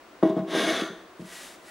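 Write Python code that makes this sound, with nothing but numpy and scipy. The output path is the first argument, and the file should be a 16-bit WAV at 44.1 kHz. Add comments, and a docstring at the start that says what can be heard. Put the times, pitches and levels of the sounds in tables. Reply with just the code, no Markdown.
"""Quiet workshop air with a thin electronic whine; a small hand plane is set down on a carved wooden seat,
rocks once and takes one shaving; then a palm pats the seat and sweeps across the wood twice.
Air, fibres and skin are shaped noise; knocks, judder and drag excite decaying seat modes, and irregular
slips ring the blade. A low bench thud sounds under the plane's two main knocks and the palm's pat, and a
decaying noise tail gives the short echo."""
import sys
import numpy as np
from scipy import signal
from scipy.fft import rfft, irfft, next_fast_len
from scipy.io import wavfile
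from scipy.ndimage import uniform_filter1d

SR = 44100
rng = np.random.default_rng(int(sys.argv[2]) if len(sys.argv) > 2 else 0)


def master_out(mix):
    """Clip the mix to full scale and print it as 16-bit PCM to the path in sys.argv[1]."""
    frames = np.transpose(np.atleast_2d(mix))
    ceiling = np.clip(frames, -1, 1)
    pcm = np.round(ceiling * 32767).astype(np.int16)
    wavfile.write(sys.argv[1], SR, pcm)


def invert_db(level):
    """Linear amplitude ratio for a level in decibels (20 dB per decade), elementwise."""
    return 10 ** (np.asarray(level, dtype=float) / 20)


N = 74970
TIME = np.arange(N) / SR  # s

# Spectrum of tearing wood fibres, also heard in each contact tick.
# Each row: frequency in Hz, relative spectral level in dB.
FIBRE_SPECTRUM = [(410, -7), (700, -4), (980, -27.5), (1120, -9), (2220, -12), (2800, -18.5), (3540, -6),
                  (4350, -18.5), (10500, -34), (15500, -61)]
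PRESSED_FREE_S = 0.018  # how long the seat rings freely under a sliding tool or palm


def level(x, db):
    """Scales a signal to a given root-mean-square level."""
    return x * invert_db(db) / np.sqrt(np.mean(x ** 2))


def unit(h):
    """Normalises an impulse response to unit energy."""
    return h / np.sqrt(np.sum(h ** 2))


def conv(x, h):
    """Linear response by convolution, cut to the scene's length."""
    return signal.fftconvolve(x, h)[:N]


def colour(x, table):
    """Spectral shaping by (Hz, dB) points on a log axis; white noise of rms 1 stays near rms 1."""
    n = next_fast_len(len(x) + 4096)
    points = np.array(table, float)
    hz = np.arange(n // 2 + 1) * SR / n
    gain = invert_db(np.interp(np.log(hz + 1), np.log(points[:, 0]), points[:, 1]))
    gain = gain / np.sqrt(np.mean(gain ** 2))
    return irfft(rfft(x, n) * gain, n)[:len(x)]


def curve(table, axis):
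    """Envelope interpolated in dB from one column: -120 dB before the first row, held after the last."""
    points = np.array(table, float)
    db = np.interp(TIME, points[:, 0], points[:, axis], left=-120, right=points[-1, axis])
    return invert_db(db)


def walk(rate):
    """Slow random modulation: levels held for 1 / rate seconds, smoothed by two moving averages."""
    hold = int(SR / rate)
    steps = np.repeat(rng.standard_normal(N // hold + 1), hold)
    return 0.6 * uniform_filter1d(uniform_filter1d(steps, hold), hold)[:N]


def grit(rate, spread_db, smooth):
    """Friction as random slips of uneven size (rate per second) over a share of even noise, rms 1."""
    happens = rng.random(N) < rate / SR
    sign = rng.choice([-1, 1], N)
    slips = happens * sign * invert_db(spread_db * rng.exponential(size=N))
    return level(level(slips, 0) + smooth * rng.standard_normal(N), 0)


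def stroke_position():
    """Linear travel of the plane along its stroke, from 0 to 1."""
    return np.interp(TIME, (0.48, 0.9), [0, 1])


def seat_ring(place, free_s):
    """Modal superposition: the place touched weights each mode; pressure adds damping after free_s."""
    # Seat modes. Each row: frequency in Hz, relative level in dB, 60 dB decay time in seconds.
    seat_modes = [(151.4, -10, 0.19), (186.1, -8.5, .45), (217.6, -1.5, 0.11), (294.4, -14, 0.36),
                  (328.5, 1, 0.32), (354.6, -7.5, 0.24), (387.7, -4, 0.45), (463, -2, 0.061),
                  (538, -6.5, 0.11), (641.2, -1.5, 0.22), (668, -8, 0.12), (788, -18.5, 0.62),
                  (927, -14, 0.046), (1040, -7.5, 0.064), (1104, -6.5, 0.087), (1230, -8.5, 0.054),
                  (1470, -14.5, 0.13), (1719, -16, .08), (1930, -12, 0.15), (2197, -14, 0.028)]
    t = np.arange(SR // 2) / SR
    ring = np.zeros(len(t))
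    for hz, db, t60 in seat_modes:
        # bending wavelength falls as the square root of frequency
        shape = np.sin(np.pi * place * np.sqrt(hz / 30))
        decay = np.exp(-np.log(1000) * t / t60)
        ring += invert_db(db) * shape * np.sin(2 * np.pi * hz * t) * decay
    pressed = np.exp(-np.maximum(t - free_s, 0) / 0.012)
    return ring * pressed


def shop():
    """Stationary shaped noise, as mid and side, for workshop air; a steady sine for an electronic whine."""
    # Air in the mid and side channels. Each row: frequency in Hz, relative spectral level in dB.
    mid_spectrum = [(15, -57.5), (25, -22), (148, -25), (274, -11.5), (359, -7.5), (421, -14.5), (666, -12),
                    (848, -18), (1050, -13.5), (1140, -15), (2920, -26), (10600, -41), (15500, -52)]
    side_spectrum = [(15, -59), (25, -29), (349, -8), (389, -7), (848, -5.5), (919, -8), (1170, -5),
                     (15500, -27.5)]
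    whine = invert_db(-75) * 2 ** .5 * np.sin(2 * np.pi * 15671 * TIME)
    air = level(colour(rng.standard_normal(N), mid_spectrum), -51.5)
    air = air * invert_db(0.233 * walk(2))  # gentle unsteadiness in dB
    side = level(colour(rng.standard_normal(N), side_spectrum), -60)
    return air + whine, side


def blade(cut):
    """Stick-slip excitation of resonances: slips at the edge ring the plane's blade and body."""
    # Blade and body resonances. Each row: frequency in Hz, bandwidth in Hz, relative level in dB,
    # change in level along the stroke in dB.
    resonances = [(1132, 44, -1, 5), (1367, 280, -9.5, 32), (1573, 49, -5, -4), (1642, 23, 0.5, -14),
                  (1862, 61, -1, 8), (2202, 52, 0, -4), (2627, 78, -9, 1), (2897, 88, -7.5, -6.5),
                  (3370, 130, -6, 4), (3630, 250, -10, 4), (4750, 350, -16.5, 5), (5230, 73, -12, -3),
                  (6220, 300, -13, 6), (9200, 500, -21.5, 3), (10600, 900, -23, -0.5)]
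    t = np.arange(SR // 10) / SR
    along = stroke_position()
    edge = grit(2000, 2.5, 0.9) * cut * invert_db(4.3 * walk(38.6))
    out = np.zeros(N)
    for k, (hz, width_hz, db, gain_db) in enumerate(resonances):
        ring = unit(np.sin(2 * np.pi * hz * t) * np.exp(-np.pi * width_hz * t))
        gain = invert_db(db + gain_db * (along - .5) + 1.9 * walk(17.65))
        polarity = (-1) ** k
        out += polarity * gain * conv(edge, ring) * np.sqrt(width_hz / 400)
    return invert_db(0.5) * out


def fibres(cut):
    """Fracture noise: many small irregular slips, spectrally shaped, for tearing fibres."""
    return colour(grit(5600, 1.9, 0.78) * cut, FIBRE_SPECTRUM)


def plane_edge():
    """Common excitation: one envelope of dragging and cutting drives both blade and fibres."""
    # Dragging and cutting. Each row: time in seconds, relative level in dB.
    cutting = [(.222, -82), (.228, -49), (.25, -53), (.3, -49.5), (.35, -74), (.372, -51), (.41, -70.5),
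               (.45, -83), (.475, -52.5), (.495, -43), (.52, -36), (.555, -32.5), (.59, -31), (.65, -31.5),
               (.7, -31.5), (.76, -32), (.812, -34.5), (.826, -42.5), (.86, -45), (.9, -55), (.95, -65),
               (1.02, -62)]
    cut = curve(cutting, axis=1) * (TIME < cutting[-1][0])
    return blade(cut) + fibres(cut)


def knocks():
    """Impact excitation: a short rounded push rings the seat modes, with a noisy tick of contact."""
    # Knocks on the seat. Each row: start in seconds, relative level in dB, contact in ms,
    # place from the edge (0-1), time in seconds until hand or tool presses down and damps the ring.
    landings = [(0.227, -16.5, 0.33, 0.3, 0.022), (0.2318, -12, 0.41, .40, 0.034),
                (0.2531, -17.5, .6, 0.37, 0.014), (0.297, -18, 0.79, 0.3, 0.024),
                (.3665, -21, 0.57, .13, 0.073), (.372, -19, 1.64, 0.28, 0.089),
                (0.392, -13, 1.9, 0.28, 0.041), (.676, -27, 0.3, 0.39, 0.054),
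                (0.8187, -18.5, 1.05, 0.37, 0.021), (0.898, -29, 1.3, 0.22, 0.027),
                (1.194, -28.5, 1.13, 0.24, .008), (1.2004, -26.5, 1.6, 0.26, 0.0098),
                (1.2165, -21.5, 2.0, 0.28, 0.05)]
    out = np.zeros(N)
    t = np.arange(600) / SR
    for start_s, db, contact_ms, place, free_s in landings:
        push = t * np.exp(-t / (contact_ms / 2000))  # peaks at half the contact time
        hit = signal.fftconvolve(seat_ring(place, free_s), push / push.sum())
        tick = rng.standard_normal(600) * np.exp(-t / 0.0023)
        hit[:600] += invert_db(-29) * colour(tick, FIBRE_SPECTRUM)
        i = int(start_s * SR)
        out[i:i + len(hit)] += invert_db(db) * hit[:N - i]
    return out


def bench():
    """Damped low resonance: thuds that swell and die under the plane's two main knocks and the palm's pat."""
    # Thuds. Each row: start in seconds, relative level in dB.
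    thuds = [(.228, -59.5), (0.369, -54), (1.196, -53)]
    out = np.zeros(N)
    t = np.arange(SR // 2) / SR
    decay = np.exp(-np.log(1000) * t / .25)  # 60 dB in 0.25 s
    swell = 1 - np.exp(-t / 0.012)
    thud = np.sin(2 * np.pi * 62 * t) * decay * swell
    for start_s, db in thuds:
        i = int(start_s * SR)
        out[i:i + len(t)] += invert_db(db) * thud[:N - i]
    return out


def room():
    """Diffuse reverberation: octave bands of noise, each with its own exponential decay and level."""
    # Room tail. Each row: frequency in Hz, 60 dB decay time in seconds, relative level in dB.
    decays = np.array([(151, 0.17, -9), (390, 0.74, -6), (1000, 0.5, 0), (4000, 0.53, -1), (12180, 0.4, 0)], float)
    gap_s = 0.0041  # silence before the tail, then an equally long rise
    t = np.arange(int(.8 * SR)) / SR
    noise = rng.standard_normal(len(t))
    tail = np.zeros(len(t))
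    for hz in 110 * 2. ** np.arange(8):
        t60 = np.interp(np.log(hz), np.log(decays[:, 0]), decays[:, 1])
        db = np.interp(np.log(hz), np.log(decays[:, 0]), decays[:, 2])
        octave = signal.butter(2, [hz / 2 ** .5, hz * 2 ** .5], "band", fs=SR, output="sos")
        tail += signal.sosfilt(octave, noise) * invert_db(db) * np.exp(-np.log(1000) * t / t60)
    return unit(tail * np.clip(t / gap_s - 1, 0, 1))


def sole():
    """Frictional judder as a moving force: the plane's sole shakes the seat along its path."""
    # Judder of the sole. Each row: time in seconds, relative level in dB.
    shaking = [(.235, -50), (.27, -29.5), (.31, -31), (.355, -41), (.38, -26), (.45, -49.5), (.48, -36),
               (.5, -32), (.53, -28), (.56, -27.5), (.6, -31), (.64, -27.5), (.665, -27.5), (.69, -32),
               (.75, -33.5), (.8, -33), (.83, -44), (.9, -42.5), (.95, -54), (1.0, -59)]
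    along = stroke_position()
    judder = grit(700, 2.0, .8) * curve(shaking, axis=1) * invert_db(1.5 * walk(40))
    judder = signal.lfilter([1], [1, -.85], judder) / 8  # favours the lower frequencies
    first_ring = unit(seat_ring(0.388, PRESSED_FREE_S))
    last_ring = unit(seat_ring(0.344, PRESSED_FREE_S))
    seat = conv(judder * (1 - along), first_ring) + conv(judder * along, last_ring)
    return seat / np.hypot(along, 1 - along)  # equal-power crossfade between the places


def palm():
    """Sliding friction: skin hisses over the wood and its light drag wakes the seat's upper modes."""
    # Palm sweeps. Each row: time in seconds, relative level in dB, drag on the seat in relative dB.
    sweeps = [(1.17, -72, -10), (1.195, -66.5, -22), (1.212, -59.5, -23), (1.236, -64, -24.5),
              (1.26, -55, -4), (1.3, -52, 2), (1.346, -47.5, -7), (1.42, -47, -7), (1.476, -49.5, -32),
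              (1.53, -54.5, -16), (1.56, -59.5, -20), (1.58, -74.5, -18), (1.63, -64, -12), (1.66, -58, -8),
              (1.685, -54, 3), (1.7, -55, 2)]
    # Skin on wood. Each row: frequency in Hz, relative spectral level in dB.
    skin_spectrum = [(88, -54), (150, 2), (269, -9), (291, -14), (382, -18), (532, -2.5), (660, -6),
                     (2170, -1), (10500, -7), (15800, -24)]
    rub = curve(sweeps, axis=1) * invert_db(.8 * walk(31.2))
    hiss = invert_db(2.5) * colour(grit(6700, 2.0, 1.14) * rub, skin_spectrum)
    drag = grit(1500, 2.0, 1.0) * rub * curve(sweeps, axis=2)
    ring = unit(np.diff(seat_ring(0.332, PRESSED_FREE_S), 2))  # differencing lifts the upper modes
    return hiss + conv(drag, ring)


def scene():
    """Superposition in mid and side: work near the middle, a little left, with its echo over the air."""
    echo_db, echo_side_db, left_db = -6, -3, 1.035  # side relative to mid echo; left relative to right
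    mid, side = shop()
    work = plane_edge() + knocks() + sole() + palm()
    radiation = signal.butter(6, 167.8, "high", fs=SR, output="sos")  # weak radiation of the lows
    work = signal.sosfilt(radiation, work)
    mid = mid + work + bench() + invert_db(echo_db) * conv(work, room())
    side_echo = colour(conv(work, room()), [(200, -28), (2000, -3), (10000, 14)])
    side = side + invert_db(echo_db + echo_side_db) * side_echo
    balance = invert_db(np.array([[left_db], [-left_db]]) / 2)
    return np.array([mid + side, mid - side]) * balance


def low_pass(x):
    """Removes everything above the highest recorded frequency."""
    return signal.sosfilt(signal.butter(12, 16170, fs=SR, output="sos"), x)


def record(dry):
    """Flat pickup: no microphone colour is added before the finished mix is stored."""
    return low_pass(dry)


dry = scene()
out = record(dry)
master_out(out)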